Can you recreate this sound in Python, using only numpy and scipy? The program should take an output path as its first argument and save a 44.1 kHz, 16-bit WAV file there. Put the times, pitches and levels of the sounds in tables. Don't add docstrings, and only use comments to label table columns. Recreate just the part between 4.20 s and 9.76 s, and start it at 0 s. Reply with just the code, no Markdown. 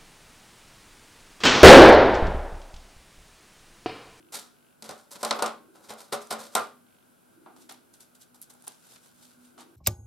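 import sys
import numpy as np
from scipy import signal
from scipy.fft import rfft, irfft
from scipy.io import wavfile
from scipy.ndimage import uniform_filter1d

SR = 44100
rng = np.random.default_rng(int(sys.argv[2]) if len(sys.argv) > 2 else 0)


def bounce(signal):
    frames = np.transpose(np.atleast_2d(signal))
    limited = np.clip(frames, -1, 1)
    pcm = np.round(limited * 32767).astype(np.int16)
    wavfile.write(sys.argv[1], SR, pcm)


N = 245178
TIME = np.arange(N) / SR
EVENT_N = SR * 2 // 5
AGE = np.arange(EVENT_N) / SR


# t/s, body level/dB, body centre f/Hz, crack level/dB, crack cutoff f/Hz, crack T60/s,
# rebound gain/dB
TRAY_KNOCKS = [(0.6233, -48, 200, -36, 12000, 0.027, -8), (0.6915, -40, 560, -34, 9000, 0.02, -2.5),
               (1.0297, -28.5, 560, -27, 12000, 0.036, -22),
               (1.0485, -30.5, 830, -21.5, 8000, 0.022, -26.5),
               (1.109, -24.5, 930, -15.5, 5260, 0.023, -16.5), (1.19, -31.5, 830, -35.5, 6000, 0.066, -16),
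               (1.2227, -21.5, 850, -23.5, 11200, 0.039, -15.5), (1.2603, -30, 750, -29, 7700, 0.044, -11),
               (1.704, -38.5, 557, -60, 9000, .05, -20), (1.925, -28, 770, -31, 12400, 0.074, -9.5),
               (2.107, -31, 760, -30.5, 12100, 0.068, -1.5), (2.3512, -21.5, 960, -16, 13000, 0.027, -12),
               (2.363, -24, 1010, -28, 10000, 0.028, -11)]
# f/Hz, relative level/dB, T60/s
TRAY_RESONANCES = [(189, -15, 0.13), (222.6, -1.5, 0.44), (416, -5.5, 0.35), (486.6, -5.5, 0.21),
                   (577.5, -0.5, 0.22), (605, -6, 0.32), (663, -8, 0.29), (720.4, -0.5, 0.23),
                   (750.7, -10.5, .22), (774, -1, 0.23), (839, -7, 0.22), (921, -5.5, 0.1),
                   (998, -15.5, 0.16), (1032, 1, 0.13), (1087, -9, 0.4), (1190, -8.5, 0.3),
                   (1200, -9.5, 0.34), (1284, -4.5, 0.23), (1350, -20.5, 0.21), (1386, -3, 0.23),
                   (1446, -5.5, 0.28)]
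# f/Hz, relative level/dB
BODY_SPECTRUM = [(30, -36.5), (90, -26), (135, -19), (230, -9.5), (300, -10.5), (480, -1.5), (750, -3.5),
                 (1400, -2), (1750, -14), (2400, -16), (4000, -20), (7000, -40.5), (16000, -46)]
CRACK_SPECTRUM = [(60, -21), (200, -24.5), (800, 6.5), (1400, -12), (2000, 1), (2700, -4.5), (3600, 4),
                  (5200, 3.5), (6600, -0.5), (8800, 5.5), (10500, -0.5), (13000, 2), (16000, -32.5)]

def tray_knocks(rebound_s=0.018, buckle_s=0.00044, swell_s=0.00082, room_t60=0.29, falloff_db=7.5):
    out = np.zeros((2, N))
    for start, body_db, centre_hz, crack_db, top_hz, t60, rebound_db in TRAY_KNOCKS:
        for delay, gain_db in [(0, 0), (rebound_s, rebound_db)]:
            crack = colour(noise(EVENT_N, side_db=-10.5), CRACK_SPECTRUM, top_hz=top_hz)
            crack *= attack_decay(buckle_s, t60)
            echo = noise(EVENT_N, side_db=-2, grain_db=3.5)
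            echo = colour(echo, CRACK_SPECTRUM, tilt_db=-3.4, top_hz=top_hz) * fade(AGE, room_t60)
            snap = crack + undb(-4) * np.sqrt(t60 / room_t60) * echo
            modes = [(hz, db - falloff_db * abs(np.log2(hz / centre_hz)), decay)
                     for hz, db, decay in TRAY_RESONANCES]
            dense = colour(noise(EVENT_N, side_db=-6), BODY_SPECTRUM) * fade(AGE, t60=0.3)
            body = (undb(-1) * modal_response(modes) + undb(-4.5) * dense) * (1 - np.exp(-AGE / swell_s))
            add(out, start + delay, undb(gain_db) * (undb(crack_db) * snap + undb(body_db) * body))
    return out


def foam_rustle(strokes, spectrum, modes, side_db, grain_db, modes_db, dense_db):
    out = np.zeros((2, N))
    surface = modal_response(modes, scatter_db=-1)
    for crest, rise, t60, rustle_db, tilt_db, body_db in strokes:
        slips = attack_decay(rise, t60) * undb(2.5 * wander(EVENT_N, rate_hz=320))
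        cells = slips * colour(noise(EVENT_N, side_db, grain_db), spectrum, tilt_db)
        force = slips * colour(noise(EVENT_N, side_db, grain_db), BODY_SPECTRUM)
        ringing = signal.fftconvolve(force.mean(axis=0, keepdims=True), surface, axes=1)[:, :EVENT_N]
        body = undb(dense_db) * force + undb(modes_db) * np.std(force) * unit(ringing)
        add(out, crest - rise, undb(rustle_db) * cells + undb(body_db) * body)
    return out


# crest t/s, rise time/s, T60/s, rustle level/dB, tilt/(dB/octave), body level/dB, peel level/dB
TRAY_PRESSES = [(0.1245, 0.0031, 0.19, -42.5, 1, -44, -73), (0.15, .02, 0.24, -34, -1, -41.5, -63),
                (0.655, 0.024, 0.25, -49.5, -2.5, -48.5, -62), (0.70, .02, 0.18, -45, -4.5, -48, -59),
                (0.92, 0.015, 0.16, -42.5, 1.5, -46.5, -50), (0.963, .025, 0.073, -47.5, -3.5, -45, -42),
                (1.165, 0.021, 0.32, -53, 7, -36.5, -58.5), (1.558, 0.023, 0.66, -63.5, -0.5, -55, -56),
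                (1.706, 0.024, .14, -41, -3, -43.5, -50), (1.932, 0.013, 0.12, -34, -3, -30, -51.5),
                (2.116, 0.015, 0.078, -35, -3, -31, -45.5), (2.248, 0.025, 0.3, -53, -2, -57, -54.5)]

def tray_presses(peel_delay_s=0.089, peel_rise_s=0.028, peel_t60=0.33, peel_tilt_db=-0.7):
    strokes = []
    for crest, rise, t60, rustle_db, tilt_db, body_db, peel_db in TRAY_PRESSES:
        strokes.append((crest, rise, t60, rustle_db, tilt_db, body_db))
        strokes.append((crest + peel_delay_s, peel_rise_s, peel_t60, peel_db, peel_tilt_db, peel_db + 1.5))
    return foam_on_tray(strokes)


# f/Hz, relative level/dB
FOAM_SPECTRUM = [(60, -24), (200, -9), (1200, -14), (2000, -5), (2700, -9.5), (3800, 0), (5200, -1),
                 (6600, -2), (9000, -0.5), (10500, -4), (13000, -5.5), (16000, -26)]

def foam_on_tray(strokes):
    return foam_rustle(strokes, FOAM_SPECTRUM, TRAY_RESONANCES,
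                       side_db=-9, grain_db=2.5, modes_db=-8, dense_db=-4.5)


# crest t/s, rise time/s, T60/s, rustle level/dB, tilt/(dB/octave), thud level/dB
PAPER_DABS = [(3.263, 0.0034, 0.21, -64, -18, -43), (3.364, 0.0022, 0.17, -59, 1, -55),
              (3.422, 0.049, 0.2, -57, 2.5, -68), (3.496, .007, 0.19, -44, -1, -45),
              (3.74, 0.0079, 0.16, -55.5, 3.5, -65.5), (3.807, 0.0071, 0.17, -50.5, 4.5, -62),
              (3.95, 0.0036, 0.1, -57.5, 4.5, -81), (4.025, 0.032, 0.086, -52.5, 4, -80),
              (4.147, .007, 0.15, -56, 5, -59.5), (4.225, 0.014, 0.12, -50, 5.5, -71),
              (4.302, 0.0074, 0.092, -48.5, 3.5, -53.5), (4.352, .009, 0.043, -62, 7, -55.5),
              (4.441, 0.0036, 0.095, -60, 1, -59), (4.477, 0.007, .056, -42.5, -1, -40.5),
              (4.764, 0.0067, 0.028, -51, -4.5, -59), (5.381, 0.0055, 0.22, -55.5, -3, -48),
              (5.408, .026, 0.13, -49, -1, -50.5)]
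# f/Hz, relative level/dB
PAPER_SPECTRUM = [(200, -33), (1200, -3.5), (2500, -4), (3800, 1), (6000, -2), (9000, -2), (11000, -5.5),
                  (13000, -7), (16000, -42)]
# f/Hz, relative level/dB, T60/s
TABLE_RESONANCES = [(161, -18, 0.059), (252, 5, 0.064), (426, 2, 0.034), (544, -8.5, 0.032),
                    (763, 13.5, 0.01), (930, -2, 0.033), (1200, -1, 0.014)]

def paper_dabs():
    return foam_rustle(PAPER_DABS, PAPER_SPECTRUM, TABLE_RESONANCES,
                       side_db=-3, grain_db=3, modes_db=-3.5, dense_db=-8.5)


# t/s, level/dB
WIPE_ENVELOPE = [(4.33, -71), (4.46, -65), (4.5, -54.5), (4.585, -67.5), (4.655, -60), (4.745, -54.5),
                 (4.79, -69.5), (4.86, -60.5), (4.93, -71), (5.03, -58), (5.14, -65), (5.185, -78),
                 (5.25, -60.5), (5.35, -83)]

def paper_wipe():
    times, db = np.transpose(WIPE_ENVELOPE)
    touching = (TIME > times[0]) * (TIME < times[-1])
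    slips = touching * undb(np.interp(TIME, times, db) + 2.5 * wander(N, rate_hz=320))
    cells = colour(noise(N, side_db=-1.5, grain_db=3.5), PAPER_SPECTRUM, tilt_db=2)
    table = colour(noise(N, side_db=-6), BODY_SPECTRUM)
    return slips * (cells + undb(-11.5) * table)


# t/s, level/dB, centre f/Hz
PAINT_SNAPS = [(1.7376, -41, 9300), (2.0716, -45, 7000), (2.145, -46.5, 8000), (3.523, -40.5, 10400),
               (3.739, -50.5, 7200), (4.216, -35, 10750), (4.226, -38, 10900), (4.4225, -46, 8900),
               (4.468, -41, 9500), (4.4792, -26.5, 8900)]

def paint_snaps(fine_count=4, fine_hz=9000):
    out = np.zeros((2, N))
    fine = [(rng.uniform(4.32, 4.45), rng.uniform(-53, -47), fine_hz) for _ in range(fine_count)]
    for start, db, hz in PAINT_SNAPS + fine:
        band = resonate(noise(EVENT_N, side_db=-1), hz, width_hz=3600)
        add(out, start, undb(db) * band * fade(AGE, t60=0.013))
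    return out


def room(x, wet_db=-12.5, low_t60=0.38, high_t60=0.075, split_hz=5500, gap_s=0.0048):
    scatter = noise(EVENT_N, side_db=-3, grain_db=-1)
    low = signal.sosfilt(signal.butter(2, split_hz, fs=SR, output="sos"), scatter)
    tail = (low * fade(AGE, low_t60) + (scatter - low) * fade(AGE, high_t60)) * (AGE > gap_s)
    tail = unit(tail) / np.sqrt(EVENT_N)
    return x + undb(wet_db) * signal.fftconvolve(x, tail, axes=1)[:, :N]


# start t/s, end t/s, level/dB
MOTOR_RUNS = [(0.007, 0.1, -61), (0.346, 0.54, -62.5), (2.666, 2.84, -62)]

def lens_motor(step_hz=50, t60=0.023):
    steps = np.zeros(N)
    for start, end, db in MOTOR_RUNS:
        running = (TIME >= start) * (TIME < end)
        steps += undb(db) * running * fade((TIME - start) % (1 / step_hz), t60)
    return steps * resonate(noise(N, side_db=-1), hz=2750, width_hz=1600)


# t/s, level/dB
HUM_ENVELOPE = [(0, -72), (.25, -63.5), (.5, -72), (1.5, -69), (2.75, -65.5), (3.05, -74.5), (3.4, -59.5),
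                (3.8, -74.5), (4.2, -63.5), (4.8, -71.5), (5.25, -63.5), (5.56, -73)]
DRONE_ENVELOPE = [(0, -59.5), (.4, -78), (1.1, -73), (1.42, -59), (1.9, -71.5), (3.05, -79.5), (3.2, -60),
                  (3.55, -65.5), (3.8, -77.5), (5.2, -82), (5.4, -59), (5.56, -62.5)]
# f/Hz, relative level/dB
AIR_SPECTRUM = [(25, 18), (60, 4), (130, 8.5), (195, 9), (280, 5.5), (600, 1.5), (1200, -3), (1420, 4),
                (1570, 2.5), (1750, -10.5), (2500, -7.5), (6200, -13.5), (11000, -7), (16000, -16.5)]

def background():
    hum = envelope(HUM_ENVELOPE) * resonate(noise(N, side_db=-5), hz=246.4, width_hz=7.2)
    drone = envelope(DRONE_ENVELOPE) * resonate(noise(N, side_db=-6), hz=324, width_hz=128)
    air = undb(-60.5 + 0.49 * wander(N, rate_hz=18)) * colour(noise(N, side_db=-0.5), AIR_SPECTRUM)
    return hum + drone + air


def modal_response(modes, scatter_db=4.1, port_phase_rad=0.068):
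    hz, db, t60 = np.transpose(modes)[:, :, None]
    weight, phase, lag = rng.standard_normal((3, len(hz), 1))
    gain = undb(db + scatter_db * weight)
    swing = gain * fade(AGE, t60) / np.sqrt(np.sum(gain ** 2) / 2)
    angle = 2 * np.pi * hz * AGE + np.pi * phase
    return np.array([np.sum(swing * np.sin(angle + ear * port_phase_rad * lag), axis=0) for ear in (1, -1)])


def noise(size, side_db, grain_db=0):
    mid, side = rng.standard_normal((2, size))
    grains = undb(grain_db * np.minimum(rng.exponential(size=size), 6))
    return unit(grains * (mid + undb(side_db) * side * np.array([[1], [-1]])))


def colour(x, spectrum, tilt_db=0, top_hz=np.inf):
    hz = bins(x)
    knots, db = np.transpose(spectrum)
    gain = undb(np.interp(np.log(hz), np.log(knots), db) + tilt_db * np.log2(hz))
    gain /= np.hypot(1, (hz / top_hz) ** 3)
    return unit(irfft(rfft(x) * gain, x.shape[-1]))


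def resonate(x, hz, width_hz):
    f = bins(x)
    detuning = (f * f - hz * hz) / (f * width_hz)
    return unit(irfft(rfft(x) / (1 + detuning ** 2), x.shape[-1]))


def wander(size, rate_hz):
    hold = int(SR / rate_hz)
    steps = np.repeat(rng.standard_normal(size // hold + 1), hold)
    return uniform_filter1d(steps[:size], hold)


def envelope(points):
    return undb(np.interp(TIME, *np.transpose(points)))


def attack_decay(rise_s, t60):
    return np.minimum(AGE / rise_s, 1) * fade(AGE - rise_s, t60)


def fade(t, t60):
    return np.exp(-np.log(1000) * np.maximum(t, 0) / t60)


def add(track, start_s, sound):
    start = int(start_s * SR)
    part = sound[:, :N - start]
    track[:, start:start + part.shape[1]] += part


def bins(x):
    return np.maximum(np.fft.rfftfreq(x.shape[-1], 1 / SR), 1)


def undb(db):
    return 10 ** (np.asarray(db) / 20)


def unit(x):
    return x / np.sqrt(np.mean(x ** 2))


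def scene():
    presses, dabs = tray_presses(), paper_dabs()
    tray = tray_knocks() + room(presses)
    paper = room(dabs + paper_wipe() + paint_snaps())
    return tray + paper + lens_motor() + background()


# f/Hz, side gain/dB
PORT_DIFFERENCE = [(60, 5.5), (130, -1), (240, 0.5), (600, 2.5), (1300, 1), (2500, -3.5), (4600, -5),
                   (8500, 3), (12000, 1)]

def record(dry, low_cut_hz=110, top_hz=16000):
    knots, db = np.transpose(PORT_DIFFERENCE)
    mid, side = (dry[0] + dry[1]) / 2, (dry[0] - dry[1]) / 2
    side_gain = undb(np.interp(np.log(bins(side)), np.log(knots), db))
    side = irfft(rfft(side) * side_gain, N)
    highpass = signal.butter(2, low_cut_hz, "high", fs=SR, output="sos")
    lowpass = signal.ellip(10, 0.2, 80, top_hz, fs=SR, output="sos")
    return signal.sosfilt(lowpass, signal.sosfilt(highpass, [mid + side, mid - side]))


dry = scene()
out = record(dry)
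bounce(out)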